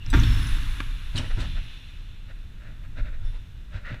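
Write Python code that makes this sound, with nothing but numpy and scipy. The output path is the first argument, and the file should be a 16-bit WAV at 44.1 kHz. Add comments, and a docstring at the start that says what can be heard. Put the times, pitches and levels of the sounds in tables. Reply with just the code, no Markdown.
"""A bicycle lands on a wooden ramp, hops, lands again and coasts; each impact excites the deck's modes.
Steel parts clink, tyres hiss as they slow, the freewheel whirs, a wheel whines and a tyre scrubs.
All is heard from the rider's helmet, which knocks and rubs at the jolts while air buffets the microphone.
The hall of the indoor skatepark adds reverberation and a steady rumble."""
import sys
import numpy as np
from scipy import signal
from scipy.fft import rfft, irfft
from scipy.io import wavfile

SR = 44100
rng = np.random.default_rng(int(sys.argv[2]) if len(sys.argv) > 2 else 0)


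def master(y):
    """Save y as 16-bit WAV."""
    cut = np.clip(np.atleast_2d(y).T, -1, 1)
    pcm = np.round(cut * 32767)  # scale
    wavfile.write(sys.argv[1], SR, pcm.astype(np.int16))


N = 176400

# spectra of the hall's rumble and of the wind (frequency [Hz], relative density [dB])
RUMBLE_SPECTRUM = [(25, 1), (60, 5), (115, -4), (170, -10.5), (280, -17.5), (420, -27), (800, -32.5),
                   (1600, -34), (4300, -45), (9000, -47.5), (15000, -53)]
WIND_SPECTRUM = [(15, 8), (28, 8), (48, -4.5), (70, -12), (110, -10.5), (170, -30), (700, -79)]
# air on the microphone: its envelope, and single gusts as the head jerks (time [s], level [dB])
WIND_LEVEL = [(0, -35), (.1, -20), (.18, -19), (.36, -19.5), (.45, -30.5), (.56, -24), (1.05, -31),
              (1.58, -27.5), (1.8, -44), (2.0, -36.5), (2.6, -39), (3.27, -26.5), (3.47, -37), (4, -37.5)]
GUSTS = [(0.537, -14.5), (.787, -21), (1.303, -17.5), (1.342, -13), (1.581, -19.5), (2.344, -26.5),
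         (3.026, -13.5), (3.256, -24.5), (3.299, -23)]
# resonances of distant metal (frequency [Hz], bandwidth [Hz], level [dB])
FAR_BANDS = [(3530, 170, -59.5), (5430, 500, -70), (9650, 500, -72)]

# helmet and straps rubbing (centre [s], half length [s], level [dB], relative scratch [dB])
RUBS = [(1.188, 0.032, -40.5, -1), (1.252, 0.019, -43, -9), (1.315, 0.011, -40, -14),
        (1.402, 0.029, -43, -0.5), (1.449, 0.023, -48, -1), (1.58, 0.016, -44, -33),
        (2.306, 0.019, -51, -16), (2.668, 0.07, -53.5, -20), (2.851, 0.016, -53.5, -25),
        (2.99, 0.02, -41.5, -21), (3.068, 0.027, -47, -26), (3.144, 0.017, -50.5, -28),
        (3.26, 0.035, -55.5, -5.5), (3.355, 0.023, -56.5, -2.5), (3.759, 0.031, -45.5, -8),
        (3.911, 0.054, -43, -25)]
# spectra of the helmet's rub, scratch and crack (frequency [Hz], relative density [dB])
RUB_SPECTRUM = [(100, 8), (260, -3), (400, -9.5), (600, 4), (800, -11), (1150, -12.5), (1350, 2.5),
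                (1950, 0), (2250, -5), (2700, -4), (3200, -17), (3750, -7), (4800, -24), (7000, -33),
                (12000, -52)]
SCRATCH_SPECTRUM = [(250, -6.5), (420, 7), (620, 1), (800, 6.5), (950, 12.5), (1200, 3.5), (3600, 2),
                    (4600, -4), (8500, -16), (10500, -33)]
CRACK_SPECTRUM = [(150, 14), (300, 13), (420, 3.5), (800, 2), (1600, 8), (2800, 7), (4000, -5), (6000, -14),
                  (15000, -34)]
# knocks through the helmet (time [s], level [dB], decay time [s], relative ring [dB])
KNOCKS = [(0.0618, -44, 0.0061, -6), (0.130, -30.5, 0.0065, 1.5), (.138, -30, 0.032, 8),
          (0.145, -36.5, .006, 8), (0.802, -23.5, 0.0041, -15), (3.942, -37, 0.0021, -19.5)]
# modes of the helmet shell (frequency [Hz], relative level [dB], T60 [s])
SHELL_MODES = [(283.5, 5.5, 0.075), (922, -6.5, 0.13), (1187, -11, 0.16), (1390, -6, 0.16),
               (1598, 1, 0.056), (1775, -4, 0.12), (2410, -9, 0.05), (3530, -6, 0.06)]

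# whine of the spinning wheel (time [s], pitch [Hz], relative fundamental [dB], relative octave [dB])
WHINE_TRACK = [(.195, 5450, -49, -60), (.25, 5400, -46.5, -67), (.32, 5360, -44, -52),
               (.37, 5400, -54, -53), (.43, 5230, -48.5, -49), (.49, 4900, -60, -45.5),
               (.57, 4760, -72, -71), (.65, 4650, -78, -70)]
# envelopes of the freewheel, its highest resonance and the rolling tyres (time [s], level [dB])
FREEWHEEL_LEVEL = [(0, -51.5), (1.2, -54.5), (1.5, -46.5), (1.75, -51), (2.15, -59), (2.8, -71),
                   (3.15, -86), (3.3, -63), (3.6, -67), (4, -72)]
SIZZLE_LEVEL = [(0, -87), (.16, -60), (.76, -59.5), (.9, -66), (1.13, -67.5), (1.25, -64.5), (2.2, -81.5),
                (4, -87)]
TYRE_LEVEL = [(0, -58.5), (.125, -49), (.15, -35), (.25, -37), (.47, -39), (.75, -44), (.95, -50),
              (1.45, -52), (1.8, -57), (2.2, -61.5), (3.0, -60.5), (4, -63)]
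# resonances of the hub and of the tyre rubber (frequency [Hz], bandwidth [Hz], relative level [dB])
HUB_BANDS = [(1680, 660, -13.5), (2720, 1010, 2), (3590, 260, -1.5), (4004, 370, -6), (5550, 1600, -11.5)]
RUBBER_BANDS = [(1430, 290, 0.5), (1850, 520, 3), (2620, 390, -8)]
# spectra of tread on plywood and of metal on metal (frequency [Hz], relative density [dB])
TYRE_SPECTRUM = [(400, -13.5), (690, -13), (979, -3), (1310, 0.5), (1610, 3.5), (2150, -1.5), (2870, 2),
                 (3190, -5), (3500, 3.5), (4960, -15), (5430, -11.5), (9090, -19.5), (10100, -46),
                 (11400, -25), (12900, -18.5), (15000, -23.5)]
TICK_SPECTRUM = [(1500, -10), (3500, 13), (6000, -3), (8500, -1), (10500, -11), (12000, -21), (15000, -23)]

# chain rattles at touch-down (centre [s], half length [s], level [dB])
RATTLES = [(1.18, 0.016, -35), (1.413, 0.014, -45)]
# clinks of chain and spokes (time [s], level [dB], resonance [Hz], decay time [s])
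CLINKS = [(0.0626, -38, 5700, 0.0018), (0.135, -39.5, 5740, 0.0096), (0.199, -33, 6080, 0.0023),
          (0.234, -26, 3600, 0.0098), (0.277, -37, 3320, 0.0035), (0.47, -41, 5900, 0.0048),
          (1.158, -30.5, 3980, 0.0048), (1.172, -35.5, 2960, 0.0067), (1.18, -32.5, 2960, 0.019),
          (1.186, -37, 5730, 0.0056)]
# modes of a small steel part, the plywood and the deck (frequency [Hz], relative level [dB], T60 [s])
STEEL_MODES = [(3914, 0.5, 0.06), (4940, -6, 0.065), (5980, -3, .05), (7800, -2, 0.079),
               (8470, -2.5, 0.042), (9600, -9, .04), (10400, -10, .04), (14400, -10, .04)]
PLYWOOD_MODES = [(247.8, -1.5, 0.2), (348, -7, 0.15), (623, -10.5, 0.089), (950, -23, 0.054)]
THUD_MODES = [(97.8, 0.5, 0.19), (128.3, -3.5, 0.165)]
# spectrum of the deck's boom (frequency [Hz], relative density [dB])
BOOM_SPECTRUM = [(30, -11.5), (50, 5), (70, 1), (100, 0.5), (130, -4), (190, -15.5), (280, -13.5),
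                 (400, -35.5), (800, -70)]
# wheels hitting the deck (time [s], boom [dB], boom decay time [s], thud [dB], plywood knock [dB])
LANDINGS = [(.08, -29, 0.027, -22.5, -57), (0.131, -17.5, 0.23, -21.5, -21),
            (1.145, -31.5, 0.094, -17, -31), (1.189, -36, 0.037, -25.5, -32.5),
            (1.371, -27, 0.11, -19.5, -31), (2.629, -45.5, 0.3, -44, -64), (2.971, -36.5, 0.058, -31, -51),
            (3.742, -32.5, 0.019, -30.5, -45), (3.903, -31, 0.022, -24, -40)]

HALL_T60_S, HALL_DAMPING_HZ, HALL_DELAY_S = 0.99, 6140, 0.0068
HIT_WET_DB, HUB_WET_DB, WHINE_WET_DB, FRICTION_WET_DB = -13.5, 15, -4.5, -13
BOOM_ATTACK_S, THUD_ATTACK_S = 0.015, 0.012


def undb(db):
    """Amplitude ratio of a level in decibels."""
    return 10 ** (np.asarray(db) / 20)


def unit(x):
    """Normalisation to an rms of 1."""
    return x / np.sqrt(np.mean(x ** 2) + 1e-20)


def clock():
    """Time of each sample in seconds."""
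    return np.arange(N) / SR


def curve(rows, column=1):
    """Linear interpolation of one table column in time."""
    rows = np.array(rows)
    return np.interp(clock(), rows[:, 0], rows[:, column])


def noise():
    """Gaussian white noise."""
    return rng.standard_normal(N)


def grains(per_s, scatter_db):
    """Shot noise: random impulses of unequal size."""
    occurs = rng.random(N) < per_s / SR
    return occurs * np.sign(noise()) * undb(scatter_db * np.clip(noise(), -2, 2))


def colour(x, spectrum):
    """Spectral shaping with a roll-off below the lowest point, at unit rms."""
    hz, db = np.array(spectrum).T
    freqs = np.maximum(np.fft.rfftfreq(N, 1 / SR), 1)
    roll_off = np.minimum(freqs / hz.min(), 1) ** 2
    gain = undb(np.interp(np.log(freqs), np.log(hz), db))
    return unit(irfft(rfft(x) * roll_off * gain, N))


def resonate(x, hz, width):
    """Forced response of two equal resonators in cascade, at unit rms."""
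    b, a = signal.iirpeak(min(hz, SR * .45), hz / width, fs=SR)
    return unit(signal.lfilter(b, a, signal.lfilter(b, a, x)))


def even(x):
    """Envelope compression softens the chance swells of a noise."""
    return unit(x / np.sqrt(np.abs(signal.hilbert(x)) + 0.17))


def strike(start, attack, decay, hold=0):
    """Linear rise, optional hold and exponential decay."""
    age = clock() - start
    return np.clip(age / attack, 0, 1) * np.exp(-np.maximum(age - attack - hold, 0) / decay)


def swell(centre, half):
    """Gaussian envelope: a bell-shaped rise and fall."""
    return np.exp(-.5 * ((clock() - centre) / half * 1.21) ** 2)


def ring(modes, start):
    """Free vibration: damped sinusoids, slightly detuned on every blow."""
    age = np.maximum(clock() - start, 0)
    out = 0
    for hz, db, t60 in modes:
        detuned_hz = hz * (1 + .006 * rng.standard_normal())
        out += undb(db - 60 * age / t60) * np.sin(2 * np.pi * detuned_hz * age)
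    return out


def hall(x):
    """Reverberation: convolution with a diffuse tail whose treble decays twice as fast."""
    tail = noise()
    dull = signal.lfilter(*signal.butter(1, HALL_DAMPING_HZ, fs=SR), tail)
    fade = strike(HALL_DELAY_S, 0.015, HALL_T60_S / np.log(1000))
    response = dull * fade + (tail - dull) * fade ** 2
    return signal.fftconvolve(x, response / np.linalg.norm(response))[:N]


def hall_rumble(db=-45):
    """Stationary noise, strongest in the bass, forms the background of the hall."""
    return undb(db) * colour(noise(), RUMBLE_SPECTRUM)


def far_ring(start=3.23):
    """Damped resonance: one faint metallic ring from across the hall."""
    metal = sum(undb(db) * resonate(noise(), hz, width) for hz, width, db in FAR_BANDS)
    return metal * strike(start, attack=0.023, decay=0.12)


def gust(centre, half_s=0.0095):
    """A passing eddy gives a pressure dip between two softer rises."""
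    offset_squared = ((clock() - centre) / half_s) ** 2
    return (offset_squared - 1) * np.exp(-offset_squared / 2)


def wind():
    """Turbulence buffets the microphone with low-frequency pressure swings and single gusts."""
    buffet = undb(curve(WIND_LEVEL)) * even(colour(noise(), WIND_SPECTRUM))
    return buffet + sum(undb(db) * gust(s) for s, db in GUSTS)


def helmet_rubs():
    """Stick-slip impulses are filtered by the helmet shell; hard rubs add a broad scratch."""
    body = colour(grains(per_s=3500, scatter_db=1), RUB_SPECTRUM)
    scratch = colour(grains(per_s=9000, scatter_db=1.9), SCRATCH_SPECTRUM)
    return sum(undb(db) * swell(s, half) * (body + undb(scratch_db) * scratch)
               for s, half, db, scratch_db in RUBS)


def helmet_knocks():
    """Impact excitation: a short crack, then free vibration of the shell."""
    crack = colour(noise(), CRACK_SPECTRUM)
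    return sum(undb(db) * (crack * strike(s, 0.0018, decay) + undb(ring_db) * ring(SHELL_MODES, s))
               for s, db, decay, ring_db in KNOCKS)


def squeak(db=-47.5):
    """Narrow-band noise swells into a brief squeak before the first landing."""
    return undb(db) * swell(centre=0.025, half=0.016) * resonate(noise(), hz=2790, width=220)


def wheel_whine(jitter=0.0061):
    """Random frequency and amplitude modulation roughen the wheel's two sinking harmonics."""
    hz = curve(WHINE_TRACK) * (1 + jitter * resonate(noise(), 90, 250))
    phase = 2 * np.pi * np.cumsum(hz) / SR
    fundamental = undb(curve(WHINE_TRACK, column=2)) * np.sin(phase)
    octave = undb(curve(WHINE_TRACK, column=3)) * np.sin(2 * phase)
    sounding = (clock() > WHINE_TRACK[0][0]) & (clock() < WHINE_TRACK[-1][0])
    flutter = .5 + .2 * resonate(noise(), 42, 130)
    return sounding * flutter * np.sqrt(2) * (fundamental + octave)


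def freewheel_sizzle():
    """The freewheel's highest resonance sounds as a narrow band of noise."""
    return undb(curve(SIZZLE_LEVEL)) * resonate(noise(), hz=10250, width=1400)


def freewheel(pawl_hz=171.5, jitter=0.047, click_decay_s=0.00047):
    """A nearly periodic train of pawl impacts drives the hub's resonances and reverberates."""
    teeth_passed = np.cumsum(pawl_hz * (1 + jitter * resonate(noise(), 30, 50))) / SR
    clicks = np.diff(np.floor(teeth_passed), prepend=0) * undb(noise())
    chatter = signal.lfilter([1], [1, -np.exp(-1 / (click_decay_s * SR))], clicks) * noise()
    hub = unit(sum(undb(db) * resonate(np.roll(chatter, k), hz, width) * (-1) ** k
                   for k, (hz, width, db) in enumerate(HUB_BANDS)))
    return undb(curve(FREEWHEEL_LEVEL)) * unit(hub + undb(HUB_WET_DB) * hall(hub))


def tyre_scrub(start=3.843, level_db=-41.5, slip_hz=150, jitter=0.18):
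    """Stick-slip friction in the last turn drives the rubber's resonances with uneven bursts."""
    cycles = np.cumsum(slip_hz * (1 + jitter * resonate(noise(), slip_hz / 2, slip_hz))) / SR
    slips = np.exp(-2 * (cycles % 1)) * noise()
    rubber = unit(sum(undb(db) * resonate(slips, hz, width) for hz, width, db in RUBBER_BANDS))
    return undb(level_db) * strike(start, attack=0.012, decay=0.039, hold=0.036) * even(rubber)


def tyre_roll():
    """Rolling noise: dense tread impacts on wood merge into a hiss that fades as the bicycle slows."""
    return undb(curve(TYRE_LEVEL)) * colour(grains(per_s=14000, scatter_db=2.9), TYRE_SPECTRUM)


def chain_rattles():
    """Many tiny link collisions add up to short bursts of shot noise."""
    links = colour(grains(per_s=1450, scatter_db=4.9), TICK_SPECTRUM)
    return links * sum(undb(db) * swell(s, half) for s, half, db in RATTLES)


def clinks(tick_db=-13, relative_width=0.11):
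    """Colliding metal parts radiate a broadband tick and a quickly damped resonance."""
    tick = undb(tick_db) * colour(noise(), TICK_SPECTRUM)
    out = 0
    for s, db, hz, decay in CLINKS:
        metal = even(resonate(noise(), hz, hz * relative_width))
        out += undb(db) * strike(s, 0.00062, decay) * (tick + metal)
    return out


def steel_snap(start=.102, db=-38.5, crack_db=-10):
    """Impulse response of a small steel part that snaps: a bright crack and briefly ringing modes."""
    bright = unit(np.diff(noise(), prepend=0))
    crack = undb(crack_db) * bright * strike(start, attack=1 / SR, decay=0.01)
    return undb(db) * (crack + ring(STEEL_MODES, start))


def ramp_flex(start=.131, hz=52.28, db=-12.5):
    """The heaviest landing sets the whole ramp vibrating in its fundamental mode."""
    mode = np.sin(2 * np.pi * hz * (clock() - start))
    return undb(db) * strike(start, THUD_ATTACK_S, decay=0.21) * mode


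def deck_landings():
    """Each wheel impact excites a low thud, the modes of the hollow plywood and a noisy boom."""
    boom = even(colour(noise(), BOOM_SPECTRUM))
    out = 0
    for s, boom_db, decay, thud_db, plywood_db in LANDINGS:
        onset = np.clip((clock() - s) / THUD_ATTACK_S, 0, 1)
        modes = undb(thud_db) * ring(THUD_MODES, s) + undb(plywood_db) * ring(PLYWOOD_MODES, s)
        out += onset * modes + undb(boom_db) * boom * strike(s, BOOM_ATTACK_S, decay)
    return out


def scene():
    """Superposition of the direct sounds and the reverberation of hits, whine and friction, in mono."""
    hits = helmet_knocks() + clinks() + chain_rattles() + steel_snap()
    whine = wheel_whine() + squeak()
    friction = helmet_rubs() + tyre_scrub()
    echo = hall(undb(HIT_WET_DB) * hits + undb(WHINE_WET_DB) * whine + undb(FRICTION_WET_DB) * friction)
    ramp = deck_landings() + ramp_flex()
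    coasting = tyre_roll() + freewheel() + freewheel_sizzle()
    background = far_ring() + wind() + hall_rumble()
    return (background + echo + friction + whine + coasting + hits + ramp)[None]


def record(dry, cutoff_hz=15350):
    """Band limiting: a steep low-pass filter removes the top of the treble."""
    return signal.sosfilt(signal.ellip(10, .2, 80, cutoff_hz, fs=SR, output="sos"), dry)


dry = scene()
out = record(dry)
master(out)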